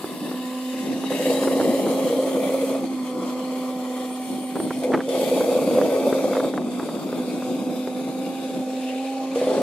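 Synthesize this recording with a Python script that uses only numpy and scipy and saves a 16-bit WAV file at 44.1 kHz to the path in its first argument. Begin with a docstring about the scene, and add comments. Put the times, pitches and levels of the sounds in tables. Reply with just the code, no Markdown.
"""A high hum, wandering by about a semitone, comes from a small diesel tractor working its front loader
far across a snowy field; under load it roars and hisses in lurches, and wind rumbles and pops.
The hum is a harmonic series on the firing rate; roar, clatter and hiss are filtered noise and struck
resonances. Clatter and hiss carry a short ground echo. Faint whistling bands and short metal squeaks
come and go, and the wind acts directly on the two microphone ports."""
import sys
import numpy as np
from scipy import signal
from scipy.io import wavfile
from scipy.ndimage import uniform_filter1d

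SR = 44100
rng = np.random.default_rng(int(sys.argv[2]) if len(sys.argv) > 2 else 0)


def wav_record(signal):
    """Record a signal, one row per channel, as 16-bit PCM in the file named by sys.argv[1]."""
    frames = np.transpose(np.atleast_2d(signal))
    bounded = np.clip(frames, -1, 1)
    # unit amplitude maps onto the largest positive 16-bit level
    quanta = np.round(bounded * 32767).astype(np.int16)
    wavfile.write(sys.argv[1], SR, quanta)


N = 424223
TIME = np.arange(N) / SR
HOP = 512  # samples between spectral frames
HZ = np.fft.rfftfreq(4 * HOP, 1 / SR)[:, None]
FRAMES = np.arange(N // HOP + 5) * HOP / SR  # seconds


# Exhaust fundamental. Each row: time in seconds, firing rate in Hz, level in dB before waver and port trim.
FIRING_NOTE = [(0, 252.6, -42.5), (.38, 253.5, -31), (.75, 256.5, -28), (.88, 260, -29),
               (1.05, 263.7, -28.5), (1.4, 266.3, -26.5), (2.2, 264.7, -28), (2.8, 266.2, -27.5),
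               (3.0, 256.9, -27), (3.2, 250, -31.5), (3.55, 257, -28), (3.9, 253.1, -30),
               (4.55, 256.1, -31), (5.2, 262.1, -30.5), (6.4, 266.2, -29), (6.75, 250, -33),
               (7.02, 253, -41), (7.15, 252.3, -30), (7.9, 255.4, -30), (8.4, 264.3, -31.5),
               (8.55, 259.1, -28.5), (8.95, 259, -28), (9.05, 266.3, -28.5), (9.62, 262.2, -28)]
# Exhaust harmonics. Each row: time in seconds, then levels of multiples 2, 3 and 4 in dB,
# before waver and port trim.
OVERTONE_LEVELS = [(0, -49, -54, -48), (.3, -73, -56, -48), (.42, -41, -47.5, -43), (1.05, -42, -45.5, -55),
                   (2.0, -31.5, -62, -49), (2.8, -31, -47, -68), (2.9, -47, -47, -52),
                   (3.03, -47, -52, -45), (3.13, -34, -44.5, -44.5), (4.0, -38, -41, -50),
                   (4.25, -60, -40.5, -55), (4.55, -48, -43, -58), (5.2, -32, -57, -70),
                   (7.0, -46, -55, -71), (7.2, -40, -45.5, -69), (7.7, -35, -41.5, -72),
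                   (8.6, -38, -41, -71), (9.235, -39.5, -34.5, -57), (9.26, -38, -45.5, -49),
                   (9.62, -39, -40, -49)]


def exhaust():
    """Harmonic series: periodic firing sounds whole multiples of its rate, jittered by uneven firings."""
    hz, *levels_db = curves(FIRING_NOTE, TIME) + curves(OVERTONE_LEVELS, TIME)
    jittered_hz = hz * (1 + 0.00301 * wobble(0.039))
    turns = np.cumsum(jittered_hz) / SR
    note = np.zeros(N)
    for k, (db, waver_db) in enumerate(zip(levels_db, (0.79, 2.9, 3.1, 2.0))):
        amplitude = np.sqrt(2) * gain_of(db + waver_db * wobble(0.011))
        note += amplitude * np.cos(2 * np.pi * ((k + 1) * turns + rng.random()))
    return np.array([gain_of(-1.5) * note, np.roll(note, -2)])  # right leads by two samples


def engine_noise():
    """Superposition: roar, clatter and hiss are separate noises that share the surges of the load."""
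    roar_gain, clatter_gain, hiss_gain = effort()
    surge, echo = wobble(0.016), ground()
    return (roar(roar_gain, surge) + clatter(clatter_gain, surge, echo)
            + hiss(hiss_gain, surge, echo))


CHATTER_SHARE = 0.57  # amplitude share of knocks in the roar


def roar(gain, surge):
    """Resonant filtering: steady noise and combustion knocks both excite the bodywork."""
    flicker = gain_of(1.0 * surge + 1.54 * wobble(0.0046))
    steady = np.sqrt(1 - CHATTER_SHARE ** 2) * port_noise(peaks(BODY_MODES))
    return gain * slack() * flicker * (steady + CHATTER_SHARE * chatter())


# Clatter resonances. Each row: centre in Hz, width in Hz, relative level in dB.
CLATTER_MODES = [(1130, 21, 14.5), (1090, 500, 9.5)]


def clatter(gain, surge, echo):
    """Resonant filtering: noise through a narrow and a broad resonance, joined by its ground echo."""
    return gain * gain_of(2.0 * surge) * port_noise(peaks(CLATTER_MODES), echo)


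# Spectral shape of the hiss. Each row: frequency in Hz, relative density in dB per Hz.
HISS_SHAPE = [(1000, -49), (1500, -5), (2200, -4), (3800, -4), (5800, -9.5), (8900, -8), (14000, -9),
              (15600, -11)]
# Treble tilt of the hiss above 7 kHz. Each row: time in seconds, slope in dB per octave.
TREBLE_SLOPE = [(0, 1), (1.07, -6.5), (1.3, -3.5), (2.7, 0), (2.85, -5.5), (4.65, -0.5), (5.07, -6.5),
                (5.2, -0.5), (6.6, -5), (8.0, -4), (9.62, -11.5)]
# Sharp puffs of hiss. Each row: start in seconds, gain added to the hiss in dB, decay time in seconds.
HISS_PUFFS = [(4.835, -38, 0.014)]


def hiss(gain, surge, echo):
    """Amplitude modulation: broadband noise pulses at the firing rate while its colour flickers."""
    slope_db = curves(TREBLE_SLOPE, FRAMES)[0]
    patches = rng.standard_normal((len(FRAMES), len(HZ))).T
    streaks = evened(uniform_filter1d(uniform_filter1d(patches, 3, 0), 30, 1))  # narrow and long
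    clouds = evened(uniform_filter1d(uniform_filter1d(patches, 40, 0), 5, 1))  # wide and short
    tilt_db = slope_db * np.log2(np.maximum(HZ / 7000, 1))
    colour_db = read(HISS_SHAPE, HZ) + tilt_db + 2.4 * streaks + 1.2 * clouds
    firing = np.cos(2 * np.pi * np.cumsum(curves(FIRING_NOTE, TIME)[0]) / SR)
    flicker_db = .5 * surge + .7 * wobble(.06) + .6 * wobble(.004) + .7 * firing
    level = gain * gain_of(flicker_db)
    for s, db, decay in HISS_PUFFS:
        level = level + gain_of(db) * (TIME > s) * np.exp(-abs(TIME - s) / decay)
    return level * port_noise(gain_of(colour_db), echo)


# Engine noise between loads. Each row: time in seconds, then nominal roar, clatter and hiss in dB.
IDLE_LEVELS = [(0, -59, -44, -42), (.6, -45, -51, -41), (1.07, -47, -49, -39), (2.85, -54, -48, -44),
               (3.25, -40.5, -43, -43), (3.9, -38, -46, -42), (4.7, -48.5, -54, -43), (6.71, -64, -49, -44),
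               (6.82, -40.5, -44.5, -42.5), (8.0, -41.5, -51.5, -43.5), (8.95, -37.5, -53, -41.5),
               (9.62, -41, -42, -43.5)]
# Spells under load. Each row: start in seconds, end in seconds, then nominal roar, clatter and hiss in dB,
# before build-up and sag.
LOAD_SPELLS = [(1.098, 2.84, -24.5, -44.5, -33), (4.819, 5.01, -21, -50, -53),
               (5.087, 6.55, -21.5, -44, -33), (9.348, 9.792, -20.5, -44, -33.5)]
ROAR_SAG_DB, HISS_SAG_DB = -6, -8.5  # change by the end of a spell
ROAR_SAG_POWER = 3.9  # above 1 the roar holds on longer


def effort():
    """Power addition: idle and loaded noise are unrelated, so the squares of their gains add."""
    t = TIME[::32]
    roar_power, clatter_power, hiss_power = gain_of(curves(IDLE_LEVELS, t)) ** 2
    for start, end, roar_db, clatter_db, hiss_db in LOAD_SPELLS:
        gate, way = spell(start, end, t)
        roar_now_db = roar_db + ROAR_SAG_DB * way ** ROAR_SAG_POWER
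        roar_power = roar_power + (gate * gain_of(roar_now_db)) ** 2
        clatter_power = clatter_power + (gate * gain_of(clatter_db)) ** 2
        hiss_power = hiss_power + (gate * gain_of(hiss_db + HISS_SAG_DB * way)) ** 2
    return [np.interp(TIME, t, np.sqrt(power)) for power in (roar_power, clatter_power, hiss_power)]


SNAP_S, FIRST_DB, BUILD_S, LET_GO_S = 0.0028, -4, 0.15, 0.17  # the load bites, builds up, and lets go


def spell(start, end, t):
    """Transient envelope: gain of one loaded spell, and the fraction of it that has passed."""
    build_db = FIRST_DB * np.exp(-abs(t - start) / BUILD_S)
    bite = np.clip((t - start) / SNAP_S, 0, 1) * gain_of(build_db)
    release = np.clip((end - t) / LET_GO_S + .5, 0, 1)
    return bite * release ** 2, np.clip((t - start) / (end - start), 0, 1)


KNOCKS_PER_S, KNOCK_SPREAD_DB = 170, 2


def chatter(count=6):
    """Random impulse train: uneven combustion knocks strike the bodywork at several tunings."""
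    strength_db = KNOCK_SPREAD_DB * np.minimum(rng.exponential(1, N), 4)
    knocks = gain_of(strength_db) * (rng.random(N) < KNOCKS_PER_S / SR)
    kind = rng.integers(0, count, N)
    shifts = np.linspace(.95, 1.13, count)
    return evened(sum(signal.oaconvolve(knocks * (kind == k), ring(shift))[:N]
                      for k, shift in enumerate(shifts)))


# Lurches of the roar under load. Each row: start in seconds, peak level in dB.
ROAR_LURCHES = [(1.105, -17.5), (1.195, -15.5), (1.256, -13), (1.416, -17.5), (1.644, -15), (1.901, -14),
                (2.099, -15), (2.126, -13), (2.189, -12.5), (2.225, -15), (2.369, -13.5), (2.493, -15),
                (2.625, -15.5), (4.84, -16), (5.081, -15), (5.314, -9.5), (5.402, -14.5), (5.479, -13),
                (5.552, -12), (5.616, -14), (5.676, -13), (5.71, -12.5), (5.749, -10), (5.773, -7.5),
                (5.824, -10.5), (6.15, -13), (6.242, -12), (6.309, -15), (6.379, -13.5), (9.358, -13),
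                (9.414, -12), (9.47, -12)]


def lurches():
    """Impulse response: each lurch sets all bodywork modes ringing, a little off pitch each time."""
    out = np.zeros(N + 4096)
    for (s, db), shift in zip(ROAR_LURCHES, rng.uniform(0.95, 1.04, len(ROAR_LURCHES))):
        out[round(s * SR):][:4096] += gain_of(db) * ring(shift)
    return out[:N]


SLACK_DB, SLACK_S = -12, 0.012  # deepest dip, and its time constant either side


def slack():
    """Gain modulation: the roar slackens around every lurch."""
    marks = np.zeros(N)
    marks[(np.array(ROAR_LURCHES)[:, 0] * SR).astype(int)] = 1
    t = np.arange(-2048, 2049) / SR
    nearness = signal.oaconvolve(marks, np.exp(-abs(t) / SLACK_S), "same")
    return gain_of(SLACK_DB * np.minimum(nearness, 1))


# Bodywork resonances. Each row: centre in Hz, width in Hz, relative level in dB.
BODY_MODES = [(350, 120, -12.5), (415, 47, -5.5), (504.7, 24, 3), (569.3, 21, -4), (621, 155, -8),
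              (840, 100, -16)]


def ring(shift):
    """Modal decay: the bodywork is struck once and each resonance dies at a rate set by its width."""
    t = TIME[:4096]
    modes = sum(gain_of(db) * np.sqrt(width) * np.sin(2 * np.pi * hz * shift * t)
                * np.exp(-np.pi * width * t) for hz, width, db in BODY_MODES)
    struck = modes * (1 - np.exp(-t / 0.0014)) ** 2  # soft onset
    return struck / abs(struck).max()


# Metal squeaks. Each row: start in seconds, nominal level in dB before partials, roughness and side trim.
SQUEAKS = [(8.75, -39), (8.818, -35), (8.975, -36), (9.055, -39.5), (9.305, -38)]
# Squeak partials. Each row: starting frequency in Hz, greatest relative level in dB.
SQUEAK_MODES = [(2150, -4), (3300, -8.5)]
SQUEAK_S, SQUEAK_RISE = .032, 0.295  # length, and share by which the pitch climbs


def ticks():
    """Frequency modulation: metal scrapes briefly, a rough squeak that climbs in pitch."""
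    t, out = TIME[:round(SQUEAK_S * SR)], np.zeros(N)
    bent_time = t * (1 + SQUEAK_RISE * t / (2 * SQUEAK_S))
    for (s, db), chance in zip(SQUEAKS, rng.random((len(SQUEAKS), len(SQUEAK_MODES)))):
        squeak = sum(gain_of(mode_db - 5.3 * c) * np.sin(2 * np.pi * hz * bent_time)
                     for (hz, mode_db), c in zip(SQUEAK_MODES, chance))
        out[round(s * SR):][:len(t)] += gain_of(db) * squeak * np.sin(np.pi * t / SQUEAK_S)
    roughness = gain_of(4.7 * wobble(0.0016))
    return out * roughness * gain_of([[2], [-2]])  # louder on the left


# Narrow bands of hiss. Each row: start in seconds, end in seconds, starting centre in Hz, final centre in Hz,
# width in Hz, level in dB relative to the other bands.
WHISTLE_BANDS = [(0.96, 1.653, 3790, 3930, 60, 6), (3.848, 4.901, 8900, 9000, 600, -4.5),
                 (6.449, 7.7, 4740, 4700, 120, -12), (8.649, 9.201, 2530, 2990, 600, -6)]


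def whistle():
    """Narrow-band noise: each band fades in, drifts in pitch and fades out."""
    bands = 0
    for start, end, from_hz, to_hz, width, db in WHISTLE_BANDS:
        way = np.clip((FRAMES - start) / (end - start), 0, 1)
        centre = from_hz + (to_hz - from_hz) * way
        bands = bands + gain_of(db) * np.sin(np.pi * way) / (1 + (2 * (HZ - centre) / width) ** 2)
    return gain_of(-55.5 + 4.3 * wobble(0.041)) * port_noise(bands)


def wind():
    """Flow noise: pressure fluctuations at the ports give a rumble and separate pops."""
    return rumble() + wind_pops()


# Wind on the ports. Each row: time in seconds, rumble level in dB before its lumps.
WIND_LEVEL = [(0, -30.5), (.3, -33), (.62, -47.5), (.88, -32), (1.6, -28), (3.199, -36), (4.2, -43.5),
              (4.33, -32.5), (4.5, -39), (4.58, -27.5), (4.88, -35.5), (4.96, -21), (5.09, -35),
              (5.85, -23), (5.95, -38), (6.16, -28.5), (7.1, -30.5), (8.63, -33), (9.05, -53),
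              (9.54, -31.5)]
# Spectral shape of the rumble. Each row: frequency in Hz, relative density in dB per Hz.
RUMBLE_SHAPE = [(25, -20), (55, -46), (110, -20), (190, 2.5), (300, 6), (420, -4.5), (700, -7.5),
                (1200, -25.5), (2500, -56)]


def rumble():
    """Turbulence spectrum: low-frequency noise swells and sinks in lumps."""
    level_db = curves(WIND_LEVEL, TIME)[0] + 2.6 * wobble(0.041)
    return gain_of(level_db) * port_noise(gain_of(read(RUMBLE_SHAPE, HZ)))


# Wind pops. Each row: start in seconds, nominal kick level in dB before the side trim,
# low thump in dB relative to the pop.
WIND_POPS = [(0.043, -26.5, 5.5), (0.292, -31, -3), (0.314, -27, 1), (0.342, -29, 2), (1.038, -26, 0),
             (1.119, -25, 6), (1.435, -20, 2), (1.474, -19, 5.5), (1.6, -19.5, 6.5), (1.612, -20.5, 6),
             (1.865, -23, 5), (4.556, -24.5, 3), (4.567, -27, 5), (4.601, -23.5, 8.5), (4.674, -35, -5),
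             (4.707, -21.5, 3), (4.92, -23, 5), (4.9314, -18.5, -12), (4.937, -13.5, -3),
             (4.9433, -13, 2.5), (4.948, -16.5, -4), (4.973, -23, -5), (4.991, -26, 3), (5.005, -19, -10),
             (5.408, -22, 4), (5.785, -21.5, 5), (5.814, -19.5, 9), (6.126, -19.5, 8.5), (6.332, -18.5, -5),
             (6.351, -21, -6), (6.368, -19.5, 4.5), (6.4, -20, -3), (6.446, -26, 6), (6.538, -23, -1),
             (6.577, -18.5, -0.5), (6.797, -22, -0.5), (6.83, -26, 5), (6.888, -25, -1), (6.618, -31, 0),
             (6.969, -30, -9), (7.128, -28, 8), (7.423, -26.5, 2), (7.874, -26, 6)]
SHARPER = 0.23  # dB of kick width lost per dB above -32 dB
SCUFF_DB, SCUFF_S, SCUFF_HZ = -9, 0.0073, (280, 1250)  # rough tail of a pop: level, decay, band


def wind_pops():
    """Pressure transients: clustered short kicks with a rough tail over a low damped thump."""
    t, out, pops = TIME[:2048], np.zeros((2, N + 2048)), WIND_POPS + small_pops()
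    band = signal.butter(2, SCUFF_HZ, "band", fs=SR, output="sos")
    order = np.arange(5)
    for (s, db, thump_db), chance in zip(pops, rng.random((len(pops), 4, 5))):
        late, wide, sign, side = chance
        centre = .0006 + 0.008 * late * np.sign(order)  # the first kick is never late
        width = 0.00024 + 0.000086 * wide * np.sign(order)
        u = (t[:, None] - centre) / width * gain_of(SHARPER * max(db + 32, 0))
        size = np.where(sign < .5, -1, 1) * 0.7 ** order  # later kicks are weaker
        kicks = (size * u * np.exp(.5 - u ** 2 / 2)).sum(1)
        thump_envelope = t / 0.0012 * np.exp(1 - t / 0.0015)
        thump = thump_envelope * np.sin(2 * np.pi * (300 + 250 * late[0]) * t)
        rough = evened(signal.sosfilt(band, rng.standard_normal(2048)))
        scuff = gain_of(SCUFF_DB) * rough * np.exp(-t / SCUFF_S)
        sides = gain_of(5.1 * (side[0] - .5) * np.array([[1], [-1]]))
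        pop = kicks + scuff + gain_of(thump_db) * thump
        out[:, round(s * SR):][:, :2048] += gain_of(db) * sides * pop
    return out[:, :N]


def small_pops(count=22):
    """Random point process: scattered thumping pops whose level follows the wind of the moment."""
    s = rng.random(count) * TIME[-1]
    return [(a, db - 16.5, 17.5) for a, db in zip(s, curves(WIND_LEVEL, s)[0])]


# Ground reflection. Each row: frequency in Hz, echo strength at the left port as an amplitude ratio
# before the final fade.
ECHO_STRENGTH = [(700, .02), (1500, .7), (3400, .62), (5200, .15)]
# Comb of the ground echo. Each row: time in seconds, spacing in Hz.
COMB_SPACING = [(1.0, 938.3), (2.4, 1088), (4.4, 1073), (6.2, 1167), (8.7, 1263)]
LEAVE_S, ECHO_FADE_S = 8.52, 0.36  # start of the echo's fade, and its time constant


def ground(right_share=.5):
    """Comb interference: sound meets its copy off the snow; the comb widens overall as the tractor recedes."""
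    delay = 1 / curves(COMB_SPACING, FRAMES)[0]
    fade = np.maximum(FRAMES - LEAVE_S, 0) / ECHO_FADE_S
    bounce = read(ECHO_STRENGTH, HZ) * np.exp(-2j * np.pi * HZ * delay - fade)
    return np.array([1 + bounce, 1 + right_share * bounce])


# Likeness of the ports. Each row: frequency in Hz, left-right correlation from 0 to 1.
PORT_LIKENESS = [(60, 0.88), (300, 0.85), (700, 0.96), (1400, 0.75), (3000, 0.54), (7000, 0.15),
                 (15000, 0.77)]
# Phase between the ports. Each row: frequency in Hz, lead of the left in radians.
PORT_LEAD = [(60, 0), (860, .2), (2070, 1.2), (2500, .3), (3010, .9), (3530, .1), (4480, .9), (5860, 3.4),
             (6370, 3), (6980, .4), (10100, .4), (11800, 1.5), (15200, 3)]
# Level between the ports. Each row: frequency in Hz, left minus right in dB.
PORT_LEAN = [(60, -0.5), (380, 0.5), (1290, -0.5), (2380, 3.5), (4400, 4), (8120, 0.5), (15000, -1)]


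def port_noise(magnitude, echo=1):
    """Partial coherence: noise of rms 1 from a bins x frames magnitude, partly shared by the ports."""
    a, b, c, d = rng.standard_normal((len(FRAMES), len(HZ), 4)).T
    same = np.clip(read(PORT_LIKENESS, HZ), -1, 1)
    left = a + 1j * b
    mixed = same * left + np.sqrt(1 - same ** 2) * (c + 1j * d)
    right = mixed * np.exp(-1j * read(PORT_LEAD, HZ))
    lean = gain_of(read(PORT_LEAN, HZ) / 2)
    spectra = np.array([left * lean, right / lean]) * magnitude * echo
    return evened(signal.istft(spectra, nperseg=4 * HOP, noverlap=3 * HOP)[1][:, :N])


def peaks(modes):
    """Resonance: magnitude of a set of steep peaks whose powers add."""
    return np.sqrt(sum(gain_of(2 * db) / (1 + (2 * (HZ - hz) / width) ** 2) ** 2
                       for hz, width, db in modes))


def wobble(seconds):
    """Smoothed randomness: a curve of rms 1 that changes over about this time."""
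    size = max(round(seconds * SR), 2)
    return evened(uniform_filter1d(uniform_filter1d(rng.standard_normal(N), size), size))


def gain_of(db):
    """Logarithmic level: decibels to amplitude."""
    return 10 ** (np.asarray(db) / 20)


def evened(x):
    """Normalisation: scales to rms 1."""
    return x / np.sqrt(np.mean(abs(x) ** 2) + 1e-20)


def read(points, hz):
    """Logarithmic frequency: a spectrum table interpolated at the frequencies hz."""
    f, value = np.transpose(points)
    return np.interp(np.log(hz + 1), np.log(f + 1), value)


def curves(rows, t):
    """Linear interpolation: the columns of a curve table at the times t."""
    s, *columns = np.transpose(rows)
    return [np.interp(t, s, c) for c in columns]


def scene():
    """Superposition: all sources add at the two ports."""
    return exhaust() + engine_noise() + lurches() + ticks() + whistle() + wind()


def record(dry):
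    """Band limiting: the microphone drops the bass and a steep low-pass ends the treble."""
    thin = signal.sosfilt(signal.butter(2, 100, "high", fs=SR, output="sos"), dry)
    low_pass = signal.firwin(511, 15700, window=("kaiser", 9), fs=SR)
    return signal.oaconvolve(thin, low_pass[None], "same")


dry = scene()
out = record(dry)
wav_record(out)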